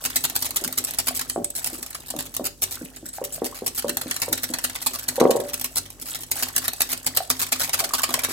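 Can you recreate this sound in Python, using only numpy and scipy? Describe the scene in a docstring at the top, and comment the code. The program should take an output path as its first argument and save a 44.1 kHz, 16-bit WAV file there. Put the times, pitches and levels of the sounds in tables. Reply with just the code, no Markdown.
"""Quick clicks and wet squelches, about nine strokes a second with lighter spells: a wire whisk
beats thick batter in a glass bowl, close by in a small kitchen. Each stroke taps the glass or sweeps
several wires over it in a cluster of clicks, and a nearly bare wire sizzles as it scrapes.
The batter squelches with small bubbles, pops as larger ones burst and gulps as air pockets close.
Behind it all, an appliance hums faintly."""
import sys
import numpy as np
from scipy import signal
from scipy.fft import rfft, irfft, next_fast_len
from scipy.io import wavfile

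SR = 44100
rng = np.random.default_rng(int(sys.argv[2]) if len(sys.argv) > 2 else 0)


def waveform_to_disk(signal):
    """Save audio, clipped to [-1, 1], as 16-bit WAV at the path in sys.argv[1]."""
    frames = np.transpose(np.atleast_2d(signal))
    scaled = np.clip(frames, -1, 1) * 32767
    samples = np.round(scaled).astype(np.int16)
    wavfile.write(sys.argv[1], SR, samples)


N = 366912
TIME = np.arange(N) / SR
CUTOFF_HZ = 15850

# The whisk meets the glass. Each row: start in seconds, seconds from first to last wire,
# relative level in dB, body in dB (a boost or cut below about 4 kHz).
WHISK_STROKES = [(.039, 0.0016, -29, -1), (0.051, 0.008, -20, 2.5), (0.101, 0.0028, -31, 0),
                 (0.1578, 0.0027, -20.5, -3), (0.1601, 0.0037, -17.5, -6), (0.169, 0, -19, -4),
                 (0.1774, 0.0008, -31, -2), (.239, 0.00031, -24, 0), (.2432, 0.0073, -18.5, 2.5),
                 (0.298, 0.0011, -29, 1), (.354, 0.0069, -21.5, 0), (.3635, 0, -18, -2),
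                 (0.3727, 0, -30, -4), (0.414, 0, -30, -2), (0.423, 0.0022, -22, -2),
                 (.446, 0.018, -23, 2.5), (.507, 0.00041, -29, -1), (.56, 0.00032, -23.5, -3),
                 (0.5642, 0.0053, -18, -3.5), (0.639, 0.0073, -21.5, -1.5), (.677, 0, -24, -1),
                 (0.726, 0, -24, -4.5), (0.7743, 0.0011, -30, -7), (0.7781, 0.0063, -17.5, -3.5),
                 (0.84, 0.0073, -25, -14), (.87, 0.019, -31.5, 7), (.908, 0.00097, -29, -5),
                 (.937, 0, -31, 0), (0.946, 0, -28, -0.5), (0.986, 0.0016, -18, -4), (.994, .006, -25, 3),
                 (1.0701, 0.0034, -23.5, 3), (1.0818, 0.0042, -20, -0.5), (1.149, 0.025, -23, -9),
                 (1.193, 0.0016, -24, -0.5), (1.212, 0.0026, -26, 2.5), (1.298, 0.000058, -22.5, -4),
                 (1.444, 0.0013, -27.5, -22), (1.502, 0.0013, -36, -18), (1.552, 0.011, -26, -10),
                 (1.575, 0.019, -27.5, -3), (1.628, 0.0033, -38, -1), (1.644, 0.0003, -24.5, -3),
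                 (1.661, 0.012, -22.5, -5), (1.731, 0.023, -31, -2), (1.783, 0.003, -39, -12),
                 (1.828, 0, -24.5, -4), (1.863, 0, -30, -3), (1.906, 0.00017, -37, -12),
                 (1.929, 0, -44, 12), (1.947, 0.0038, -32, 5.5), (2.004, 0, -38.5, -2),
                 (2.061, 0.0078, -39, -3), (2.083, 0.0052, -36, 0), (2.103, 0.0034, -26, -4),
                 (2.164, 0, -30, -1), (2.189, 0.00029, -26.5, 1.5), (2.2, 0.0063, -29, 2.5),
                 (2.224, 0.001, -37, -2), (2.255, 0.012, -36.5, 4), (2.341, 0.0072, -30.5, -1),
                 (2.366, 0, -20, -6), (2.442, 0.0012, -30.5, -3), (2.453, 0.015, -21, 0),
                 (2.62, 0.0036, -21, -3), (2.63, 0.0073, -18.5, -6.5), (2.71, 0.014, -27.5, -4),
                 (2.732, 0.023, -30, -4), (2.848, 0.0032, -39.5, -10), (2.935, 0.013, -55, 13),
                 (2.962, 0.00027, -39, -11), (3.057, 0.0057, -34.5, -11), (3.087, 0.0022, -37.5, -20),
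                 (3.137, 0.037, -35.5, -1), (3.24, 0.01, -27, -2.5), (3.325, 0.02, -31.5, -15),
                 (3.354, 0.0061, -34.5, 0), (3.444, 0.021, -23.5, -2), (3.545, 0.03, -35, 5),
                 (3.589, 0, -37, 5), (3.6627, 0.0035, -22, -5.5), (3.6699, .008, -22.5, -2),
                 (3.748, 0.02, -29.5, -8), (3.777, 0.017, -21, -3.5), (3.823, 0.001, -42, 12.5),
                 (3.845, 0, -53, 14), (3.882, 0, -28, 2), (3.893, 0.0022, -25, 6), (3.97, 0, -18, -1),
                 (4.013, 0.0029, -28, 2), (4.034, 0, -47, 15), (4.084, 0.019, -42, 10),
                 (4.111, 0, -20.5, 6), (4.163, 0.0014, -28, 4.5), (4.218, 0.00058, -22, 2.5),
                 (4.2223, 0.0096, -24.5, 6), (4.287, 0, -32, -5), (4.328, 0.00021, -17, -3),
                 (4.3316, 0, -19.5, 0), (4.3426, 0, -40, -6), (4.376, 0.0031, -29, 5),
                 (4.433, 0.0071, -20.5, 2), (4.49, 0, -35, 5), (4.537, 0.0028, -25, 7),
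                 (4.586, 0, -26, 5.5), (4.612, 0.0055, -42, -10), (4.64, 0.0085, -18.5, 2),
                 (4.697, 0.00016, -35, 7.5), (4.753, 0.0057, -30.5, 8.5), (4.817, 0.0086, -27.5, -0.5),
                 (4.862, 0.004, -19, 0), (4.869, 0.00054, -22, -1), (4.8735, 0, -19, -3),
                 (4.935, 0.022, -25.5, 2), (4.988, 0.0066, -32, 3), (5.031, 0.008, -35.5, 1),
                 (5.083, 0, -23, -7), (5.086, 0.0016, -19, -3), (5.157, 0.0068, -29.5, 0.5),
                 (5.2, 0.0037, -31.5, 14.5), (5.307, 0.0034, -22, 2), (5.401, 0.0014, -31.5, 0),
                 (5.485, 0.012, -33.5, 3), (5.5337, 0.0011, -29.5, 3), (5.5412, 0, -20, -4.5),
                 (5.597, 0, -29.5, -2), (5.612, 0.0025, -26.5, -1.5), (5.643, 0.0014, -23, -1),
                 (5.652, 0.0063, -30, -1), (5.758, 0.00027, -25.5, 0), (5.7678, 0.0022, -22.5, -0.5),
                 (5.775, 0.0067, -18.5, -7), (5.855, 0.0054, -43.5, 8.5), (5.903, 0, -33.5, -2),
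                 (5.998, 0.000024, -40.5, -4), (6.014, 0.0099, -30.5, -8), (6.057, 0.04, -28, -1.5),
                 (6.147, 0.0073, -29.5, 6.5), (6.208, 0.015, -34, -6), (6.234, 0, -30.5, 1.5),
                 (6.314, 0.0026, -18.5, -5.5), (6.364, 0.036, -28, 1.5), (6.425, 0.0068, -20, 3),
                 (6.485, 0.0018, -32, 1), (6.552, 0.00015, -42, 8), (6.5623, 0.0014, -16.5, -3.5),
                 (6.579, 0.0024, -19.5, -5), (6.619, 0.0066, -37, 7), (6.642, 0.013, -27, 4.5),
                 (6.68, 0.00068, -20, 2), (6.733, 0.0003, -29.5, -3), (6.8061, 0, -16.5, 6),
                 (6.8179, 0.00014, -16.5, -3), (6.891, 0.018, -27, 0.5), (6.917, 0.00084, -25, -2),
                 (6.928, 0.003, -22.5, 2.5), (6.976, 0, -33, -13), (7.064, 0.00095, -18.5, -3),
                 (7.0717, 0, -19, 1), (7.149, 0.0038, -33, 2), (7.165, 0, -23, 2),
                 (7.171, 0.0017, -16.5, 4.5), (7.301, 0.00026, -16, 1.5), (7.309, 0, -22, 6.5),
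                 (7.3128, 0, -19.5, -2), (7.367, 0.00013, -40, 6), (7.394, 0.01, -24.5, 4),
                 (7.416, 0.014, -18, 2.5), (7.466, 0.00065, -37.5, 9.5), (7.5214, 0.0046, -18, 5),
                 (7.5265, 0.0033, -26.5, 7), (7.557, 0.0034, -35.5, 8), (7.597, 0.00029, -25, -3),
                 (7.604, 0.014, -21, 5), (7.633, 0.012, -23, 4), (7.676, 0, -35, 8),
                 (7.693, 0.00079, -27.5, 4.5), (7.7327, 0.0038, -23, 7.5), (7.741, 0.002, -21, 5),
                 (7.777, 0.0012, -44, 16), (7.791, 0.012, -19.5, 4), (7.84, 0.0042, -25.5, 7.5),
                 (7.892, 0, -41, 11.5), (7.9363, 0.00061, -19.5, 3), (7.943, 0.0062, -23.5, 6),
                 (7.952, 0.0025, -36, 4), (7.982, 0.012, -25, 5.5), (8.019, 0, -28.5, -3),
                 (8.033, 0.0037, -24, 11), (8.037, 0.0041, -22.5, 3.5), (8.091, 0.0015, -32.5, 7),
                 (8.106, 0, -31, 7), (8.14, 0.00046, -18.5, 6), (8.192, 0.00039, -26, 3),
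                 (8.236, 0, -21, 2), (8.2418, 0.0053, -21.5, 5.5), (8.292, 0.033, -29, 8)]
# Air pockets close in the batter. Each row: start in seconds, relative level in dB,
# starting pitch in Hz, cycles taken to swell.
AIR_POCKETS = [(.616, -34, 341.8, 0.77), (0.656, -39, 201, 1), (.8, -43, 390, 0.47),
               (1.361, -18, 637, 0.36), (1.378, -22.5, 359.5, 0.49), (1.727, -37.5, 290, .9),
               (1.784, -44, 328.6, .9), (2.139, -30, 603, 0.58), (2.151, -32, 276.8, 0.61),
               (2.396, -24.5, 584.8, 0.54), (2.408, -30, 290.5, 0.61), (2.813, -32, 280, .9),
               (3.028, -39, 301.7, 0.74), (3.215, -24.5, 492, 0.76), (3.4193, -17.5, 427.6, 0.42),
               (3.621, -27, 437, 0.49), (3.845, -19, 506, 0.59), (3.896, -29, 314, .53),
               (4.059, -30.5, 284.8, 0.68), (4.281, -24, 494, 0.55), (4.318, -32.5, 292.3, .53),
               (4.5, -31.5, 280.6, 0.74), (5.179, -23, 480.2, 2.26), (5.205, -16.5, 471.7, 0.73),
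               (5.2135, -4, 450, 0.35), (5.227, -14, 470.6, 0.503), (5.239, -22, 530.5, .5),
               (5.2534, -5.5, 459.3, 0.38), (5.294, -15, 461, 1.16), (5.313, -13, 526, 0.47),
               (5.353, -16.5, 469.8, 0.85), (5.366, -19, 530, 0.78), (5.398, -22.5, 502.7, 0.71),
               (5.419, -27.5, 540, 0.73), (7.809, -32, 743.2, 1.03), (7.828, -30, 664, 1.03),
               (8.09, -33, 333.5, .53), (8.287, -33, 415.6, .53)]
# The tone of reflections off the glass. Each row: frequency in Hz, gain in dB.
GLASS_TONE = [(100, -25.5), (400, -4), (1200, 6), (2500, 4), (4500, 5), (6500, 5.5), (8500, 8),
              (11000, -1.5), (16000, -24)]


def wire_contacts(gap_s=.008, tap_drag_db=-16, sweep_drag_db=-11, last_wire_db=1.5, graze_db=-49):
    """Wires land in turn, then one grazes. Each row: start in seconds, then level, body, drag in dB."""
    contacts = []
    for start, sweep_s, db, body_db in WHISK_STROKES:
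        # a wire that taps rebounds cleanly, one that sweeps drags on
        drag_db = np.interp(sweep_s, [0, gap_s], [tap_drag_db, sweep_drag_db])
        wires = 1 + int(np.ceil(sweep_s / gap_s))
        shared_db = db - 10 * np.log10(max(wires / 2, 1))  # the wires share the stroke's force
        for part in np.linspace(0, 1, wires):
            uneven = .4 * part * (1 - part) * rng.uniform(-1, 1)
            when = start + sweep_s * (part + uneven)
            contacts.append((when, shared_db + last_wire_db * part, body_db, drag_db))
        when = start + rng.uniform(.013, .054)
        touch_db = graze_db + .3 * effort_db(when) + 4.5 * rng.uniform(-2, 1)
        contacts.append((when, touch_db, body_db + 5.5, tap_drag_db))
    return contacts


def wire_clicks(contacts, buzz_s=.0009, drag_s=.0065, scatter_s=.008, grit_db=4, body_hz=4200):
    """Each wire snaps onto the glass, buzzes and drags. 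Gives clicks and their scatter off the bowl."""
    # The tone of a click. Each row: frequency in Hz, gain in dB.
    click_tone = [(100, -18.5), (300, -33), (700, -4.5), (1500, -3.5), (2700, -29), (4100, 0.5), (6500, -2),
                  (8500, 1), (10500, 4.5), (13500, 7.5), (16000, 3.5)]
    lead = SR // 200
    t = np.arange(-lead, 8 * lead) / SR  # the wire lands at t = 0
    top, body = np.zeros((2, 3, N))  # each holds the click, the left scatter and the right scatter
    # the paths to the bowl's walls change as the whisk goes round
    wander = np.exp(.35 * np.array([drift(14) for _ in range(3)]))
    paths_s = np.array([[.00045], [.0009], [.0015]]) * wander
    for start, db, body_db, drag_db in contacts:
        slips, sizes, chance, *bounces = rng.standard_normal((5, len(t)))
        # light touches drag more than they click
        drag = from_db(drag_db - .15 * (db + 19)) * np.exp(-abs(t) / drag_s)
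        buzz = np.exp(-abs(t) / (buzz_s * np.exp(.059 * chance[0])))
        landed = (t >= 0) * np.hypot(buzz, drag)
        graze = .09 * (t < 0) * (t > -.003 * (1 + chance[2]))  # most wires brush the glass first
        click = slips * from_db(grit_db * np.clip(sizes, -2, 2)) * (landed + graze)
        click[lead] = 3 * np.sign(chance[1])  # the snap
        scatter = np.array(bounces) * np.clip(t / .0002, 0, 1) * np.exp(-abs(t) / scatter_s)
        gain = from_db(db) * np.sqrt(.0032 * SR / len(t))
        sounds = gain * np.array([rms_one(click), *from_db(-3) * rms_one(scatter)])
        for k, sound in enumerate(wall_echoes(sounds, paths_s[:, min(int(start * SR), N - 1)])):
            add(top[k], start - lead / SR, sound)
            add(body[k], start - lead / SR, sound * from_db(body_db))
    # a wire coated in batter lands duller, with more body
    mixed = top + signal.lfilter(*signal.butter(1, body_hz, fs=SR), body - top)
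    return coloured(mixed[0], click_tone), coloured(mixed[1:], GLASS_TONE)


def wire_shimmer(clicks, count=400, fade_s=.15, low_hz=3500):
    """The whisk's loops ring on in hundreds of tones, too crowded for any pitch to stand out."""
    t = np.arange(SR // 4) / SR
    hz = rng.uniform(low_hz, CUTOFF_HZ, (count, 1))
    phase = rng.uniform(0, 2 * np.pi, (count, 1))
    tail = np.sin(2 * np.pi * hz * t + phase).sum(axis=0) * from_db(-60 * t / fade_s)
    return signal.fftconvolve(clicks, tail / np.sqrt(np.sum(tail ** 2)))[:N]


def wire_pings(contacts, centre_hz=8200, spread=.0356, fade_s=.033, count=10):
    """The less batter coats a wire, the more it rings; each loop has its own pitches."""
    out, t = np.zeros(N), np.arange(SR // 10) / SR
    for start, db, body_db, _ in contacts:
        hz = centre_hz * np.exp(spread * rng.standard_normal((count, 1)))
        tones = np.sin(2 * np.pi * (hz * t + rng.random((count, 1)))).sum(axis=0)
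        add(out, start, from_db(db - 17.5 - .98 * body_db) * from_db(-60 * t / fade_s) * tones)
    return out


def wire_scrapes(slips_per_s=4000, rise_share=.063):
    """A nearly bare wire sticks and slips over the glass, sizzling at its own pitches."""
    # The scrapes. Each row: start in seconds, length in seconds, level at the peak in dB.
    scrapes = [(1.304, 0.097, -34.5), (1.444, 0.05, -36), (1.56, .075, -31), (2.958, 0.055, -40),
               (3.078, 0.04, -39), (3.129, 0.059, -34), (3.321, 0.071, -34)]
    # The wire's ringing tones. Each row: pitch in Hz, gain in dB, seconds to fade by 60 dB.
    wire_tones = [(7200, -3, .05), (7900, 0, .05), (8140, 2, .08), (8100, 3, .08), (8850, -9, .05),
                  (9700, -5, 0.042), (10150, -18, 0.043), (10760, 0, .04)]
    pressure = np.zeros(N)
    for start, length, db in scrapes:
        corners_s = [start, start + rise_share * length, start + length]
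        pressure += from_db(db) * np.interp(TIME, corners_s, [0, 1, 0])
    return pressure * rms_one(ring(grains(slips_per_s, spread_db=4), wire_tones))


def batter_gulps(rise=.029, slap_hz=950, muffle_band_hz=(140, 1400)):
    """An air pocket closes with a smaller one beside it, muffled by the thick batter."""
    out = np.zeros(N)
    for start, db, hz, cycles in AIR_POCKETS:
        # the harder it shuts, the more it slaps and the less it rings on
        slap = from_db(-10 + .56 * db) * blip(slap_hz, 2 * cycles, rise)
        linger = from_db(-15 - .26 * (db + 42)) * blip(hz, 2.08, rise)
        smaller = from_db(-5) * blip(1.62 * hz, cycles, rise)
        add(out, start, from_db(db) * (blip(hz, cycles, rise) + linger + slap + smaller))
        # three more, mostly deeper, follow as the batter folds shut
        for late, pitch, sign in rng.random((3, 3)):
            fold = blip(hz * 2 ** (.6 * pitch - 1.2 * late), .8, rise) * np.sign(sign - .5)
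            add(out, start + .004 + .024 * late, from_db(db / 2 - 27.5) * fold)
    return signal.lfilter(*signal.butter(2, muffle_band_hz, "band", fs=SR), out)


def bubble_pops(snap_db=-4, snap_cycles=.46, snap_ratio=1.785):
    """The skin of a larger bubble snaps, then the air inside gives a short rising note."""
    # Bursting bubbles. Each row: start in seconds, level in dB, starting pitch in Hz,
    # cycles taken to swell, share by which the pitch rises each cycle.
    bursts = [(1.083, -25, 1060, 1.7, .01), (1.108, -27, 670, 1.48, .02), (2.772, -32, 1280, 1.4, .05),
              (2.856, -47, 1792, 3, 0.025), (3.055, -43, 1288, 5.9, .032), (3.184, -23, 770, 1.03, 0.0053),
              (3.38, -30.5, 630, 1.05, .005), (3.396, -40, 3365, 1.93, .005),
              (3.423, -39, 1889, 1.15, .005), (3.524, -34.5, 940, 2.53, .035),
              (3.663, -35, 1056, 1.97, 0.0051), (3.778, -42, 1360, 2.07, 0.019),
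              (3.971, -34, 772.5, 1.8, 0.0053), (7.138, -36, 1886, 1.83, 0.0051),
              (7.204, -19, 715.7, 1.79, .003), (7.908, -28, 1164, 2.05, .003),
              (7.987, -26.5, 1460, 3, .005), (8.005, -26.5, 1000, 2.27, .02),
              (8.04, -20, 1175, 2.14, 0.0056), (8.092, -23, 1127, 2.08, 0.0051),
              (8.11, -27, 680, 1.42, .01), (8.141, -19.5, 1004, 1.93, .005), (8.176, -28, 584.7, 1.62, .02),
              (8.19, -23.5, 2309, 2.85, 0.0032)]
    out = np.zeros(N)
    for start, db, hz, cycles, rise in bursts:
        snap = from_db(snap_db) * blip(snap_ratio * hz, snap_cycles, rise)
        add(out, start, from_db(db) * (blip(hz, cycles, rise) + snap))
    return out


def batter_squelch():
    """Small bubbles merge into a squelch that swells with the effort and after each stroke."""
    strength = np.hypot(from_db(-54.5 + .89 * effort_db(TIME)), stroke_stirring())
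    return strength * bubbles(count=3600, spread_db=6, low_hz=520, high_hz=2100)


def batter_slosh():
    """The mass of batter heaves unevenly and sloshes more after each gulp."""
    # The deep tone of the slosh. Each row: frequency in Hz, gain in dB.
    slosh_tone = [(50, -22), (100, 13.5), (170, 11), (290, 15), (600, 5), (1000, -4.5), (2500, -23)]
    usual_db = np.mean([db for _, db, *_ in AIR_POCKETS])
    kicks = [(start, -42 + .42 * (db - usual_db)) for start, db, *_ in AIR_POCKETS]
    heave = np.hypot(from_db(-55.5 + .11 * effort_db(TIME)), settling(kicks, settle_s=.056))
    heave *= from_db(3.6 * np.clip(drift(35), -2, 1))
    return heave * rms_one(coloured(grains(600, spread_db=-1), slosh_tone))


def wet_crackle():
    """Tiny bubbles burst in clusters, hardest where a wire has just torn through."""
    strength = np.hypot(from_db(-52 + .7 * effort_db(TIME)), from_db(4.5) * stroke_stirring())
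    clusters = from_db(2.5 * drift(45))
    return strength * clusters * bubbles(count=6000, spread_db=6.5, low_hz=1500, high_hz=6000)


def sticky_fizz(ticks_per_s=200):
    """Films of batter snap in tiny ticks, smeared by the bowl and louder with more effort."""
    # The bright tone of the ticks. Each row: frequency in Hz, gain in dB.
    fizz_tone = [(800, -17), (2000, -21), (4000, -12.5), (8300, -3.5), (12000, 0), (16000, 0.5)]
    ticks = die_away(grains(ticks_per_s, spread_db=4) ** 2, settle_s=.0016) * rng.standard_normal(N)
    smeared = to_stereo(ticks) + echoes(ticks, fade_s=.045, start_s=.00026, tone=GLASS_TONE)
    return from_db(-43.5 + .9 * effort_db(TIME)) * rms_one(coloured(smeared, fizz_tone))


def bowl_hollow(gulps):
    """The gulps set the air in the bowl ringing."""
    # The tones of that air. Each row: pitch in Hz, gain in dB, seconds to fade by 60 dB.
    air_tones = [(260.1, -59.5, 0.5), (380.25, -76, 0.073), (455.54, -68.5, 0.22), (528, -69, 0.29),
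                 (580, -53, 0.35), (682.8, -52, 0.18), (763, -46, 0.16), (820, -46, 0.12), (952, -50, 0.12),
                 (1170, -44, 0.029)]
    return ring(gulps, air_tones)


def bowl_knocks(contacts):
    """Every contact nudges the heavy bowl, which rocks on the counter."""
    # The rocking bowl's tones. Each row: pitch in Hz, gain in dB, seconds to fade by 60 dB.
    rocking_tones = [(96.6, -32.5, 0.65), (142, -26.5, 0.13), (259.4, -30.5, 0.39), (280.3, -28, 0.2),
                     (379, -32.5, 0.15), (429, -35.5, 0.27)]
    pushes = np.zeros(N)
    for start, db, *_ in contacts:
        add(pushes, start, from_db([db]) * rng.choice([-1, 1]))
    return ring(pushes, rocking_tones)


def kitchen_echo(sound):
    """The small room sends back a short wash of reflections."""
    # The tone of the room's reflections. Each row: frequency in Hz, gain in dB.
    room_tone = [(100, -14.5), (300, 5.5), (1000, 0), (4000, 4), (8500, -2), (11500, -5.5), (16000, -7)]
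    return echoes(sound, fade_s=.24, start_s=.004, tone=room_tone)


def kitchen_background(rumble_db=-54.5):
    """An appliance's hum wavers over a soft rumble."""
    # The tones of the hum. Each row: pitch in Hz, typical level in dB.
    hum_tones = [(49.5, -56), (99, -64), (146, -61)]
    # The tone of the rumble. Each row: frequency in Hz, gain in dB.
    rumble_tone = [(20, -30), (48, -9), (70, 9), (170, -16), (260, -20), (380, -21), (1500, -43),
                   (6000, -14), (16000, -23)]
    hum = np.zeros(N)
    for hz, db in hum_tones:
        level = from_db(db + 1.8 * drift(8)) * np.sqrt(2)
        hum += level * np.sin(2 * np.pi * hz * TIME + .5 * drift(6))
    noise = rng.standard_normal(N) + 3 * rng.standard_normal((2, N))
    return hum + from_db(rumble_db) * rms_one(coloured(noise, rumble_tone))


def effort_db(when):
    """How hard the whisk beats at a given time, in dB above or below its average."""
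    # The effort of the beating. Each row: time in seconds, relative level in dB.
    effort_curve = [(0.0, -39.5), (1.06, -39), (1.27, -40), (1.48, -60), (1.64, -39), (2.32, -51.5),
                    (2.57, -62), (2.7, -40.5), (3.02, -58.5), (3.38, -44.5), (3.72, -49), (4.31, -38),
                    (4.79, -41), (5.44, -38.5), (5.96, -52.5), (6.16, -34), (6.26, -52), (6.4, -28),
                    (6.53, -42.5), (6.88, -40), (7.03, -42), (7.2, -43.5), (7.67, -38.5), (8.32, -29.5)]
    times, db = np.transpose(effort_curve)
    return np.interp(when, times, db - db.mean())


def stroke_stirring():
    """How strongly the batter is stirred up just after each stroke."""
    kicks = [(start + sweep_s / 2, db + body_db - 28.5) for start, sweep_s, db, body_db in WHISK_STROKES]
    return settling(kicks, settle_s=.015)


def settling(kicks, settle_s):
    """A strength that jumps at each kick (seconds, dB) and then settles."""
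    power = np.zeros(N)
    for start, db in kicks:
        add(power, start, from_db([db]) ** 2)
    return die_away(power, settle_s)


def die_away(power, settle_s):
    """Turn spikes of power into a strength that falls to about a third every settle_s."""
    return np.sqrt(signal.lfilter([1], [1, -np.exp(-2 / (settle_s * SR))], power + 1e-18))


def bubbles(count, spread_db, low_hz, high_hz):
    """Many small bubbles at random times and pitches, each quickly damped by the batter."""
    out = np.zeros(N)
    for when, pitch, strength in rng.random((count, 3)):
        bubble = blip(low_hz * (high_hz / low_hz) ** pitch, cycles=1, rise=.03)
        add(out, when * N / SR, bubble * from_db(-spread_db * np.log(strength + .022)))
    return rms_one(out)


def blip(hz, cycles, rise):
    """An air pocket's note swells and dies quickly, rising in pitch as it nears the surface."""
    turns = hz * np.arange(SR // 25) / SR
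    swell = turns / cycles * np.exp(1 - turns / cycles)
    return swell * np.sin(2 * np.pi * turns * (1 + rise * turns / 2))


def wall_echoes(sound, lags_s, strength=.49):
    """A few close reflections boost some pitches and weaken others."""
    late = sum(np.roll(sound, int(lag * SR), axis=-1) * (-1) ** k for k, lag in enumerate(lags_s))
    return (sound + strength * late) / np.sqrt(1 + len(lags_s) * strength ** 2)


def echoes(x, fade_s, start_s, tone):
    """Dense dying reflections, different on left and right but alike in the bass."""
    t = np.arange(SR // 2) / SR
    tail = rng.standard_normal((2, len(t))) * from_db(-60 * t / fade_s) * np.clip(t / start_s - 1, 0, 1)
    tail += signal.lfilter(*signal.butter(1, 450, fs=SR), tail.mean(axis=0) - tail)
    tail /= np.sqrt(np.sum(tail ** 2, axis=1, keepdims=True)) + 1e-12
    return signal.fftconvolve(x[None], coloured(tail, tone), axes=1)[:, :N]


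def to_stereo(x, left_lag_s=.000297, bass_hz=900):
    """The clicking side of the bowl is nearer the right microphone; the bass reaches both alike."""
    left = np.pad(x, (round(left_lag_s * SR), 0))[:N]
    pair = np.array([left, x])
    return pair + signal.lfilter(*signal.butter(1, bass_hz, fs=SR), x - pair)


def ring(x, tones):
    """Let x set a group of fading tones ringing."""
    out = 0
    for hz, db, fade_s in tones:
        decay, angle = from_db(-60 / (fade_s * SR)), 2 * np.pi * hz / SR
        feedback = [1, -2 * decay * np.cos(angle), decay ** 2]
        out = out + from_db(db) * signal.lfilter([0, np.sin(angle)], feedback, x + 1e-18)
    return out


def coloured(x, tone):
    """Filter x to follow a table of frequencies and gains."""
    size = next_fast_len(x.shape[-1] + 4096, True)
    size += size % 2
    hz, db = np.transpose(tone)
    curve_db = np.interp(np.log(np.arange(size // 2 + 1) * SR / size + 1), np.log(hz), db)
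    # fold the filter forward in time, so nothing rings before a click (minimum phase)
    cepstrum = irfft(np.log(from_db(curve_db)))
    cepstrum[1:size // 2] *= 2
    cepstrum[size // 2 + 1:] = 0
    return irfft(rfft(x, size) * np.exp(rfft(cepstrum)))[..., :x.shape[-1]]


def grains(per_s, spread_db):
    """Random clicks of uneven size and sign."""
    sizes = from_db(spread_db * np.minimum(rng.exponential(1, N), 4))
    return (rng.random(N) < per_s / SR) * sizes * rng.choice([-1, 1], N)


def drift(per_s):
    """A wandering curve that heads for a new random value per_s times a second."""
    values = rng.standard_normal(4000)
    return rms_one(np.interp(TIME * per_s, np.arange(len(values)), values))


def add(track, start_s, sound):
    """Mix a short sound into a track."""
    at = int(np.clip(round(start_s * SR), 0, N - 1))
    track[at:at + len(sound)] += sound[:N - at]


def rms_one(x):
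    """Scale to an average (root mean square) level of 1."""
    return x / np.sqrt(np.mean(x ** 2) + 1e-20)


def from_db(db):
    """Turn decibels into a gain."""
    return 10 ** (np.asarray(db) / 20)


def scene():
    """Whisk and batter are heard directly, off the glass and through the room, over the hum."""
    contacts = wire_contacts()
    clicks, scatter = wire_clicks(contacts)
    shimmer = from_db(-23.5) * wire_shimmer(clicks)
    whisk = clicks + shimmer + wire_pings(contacts) + wire_scrapes() + wet_crackle()
    fizz = sticky_fizz()
    gulps = from_db(3.5) * batter_gulps()
    batter = gulps + bubble_pops() + batter_squelch() + batter_slosh()
    full_bowl = batter + bowl_hollow(gulps) + bowl_knocks(contacts)
    room = kitchen_echo(from_db(-13) * (whisk + scatter[0]) + from_db(-6) * full_bowl)
    balance = from_db([[-.2], [.2]])  # left, right
    return (to_stereo(whisk) + full_bowl + scatter + fizz + room) * balance + kitchen_background()


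def record(dry):
    """Round off the loudest peaks and cut the highest treble."""
    return signal.sosfilt(signal.ellip(10, .2, 70, CUTOFF_HZ, fs=SR, output="sos"), np.tanh(dry))


dry = scene()
out = record(dry)
waveform_to_disk(out)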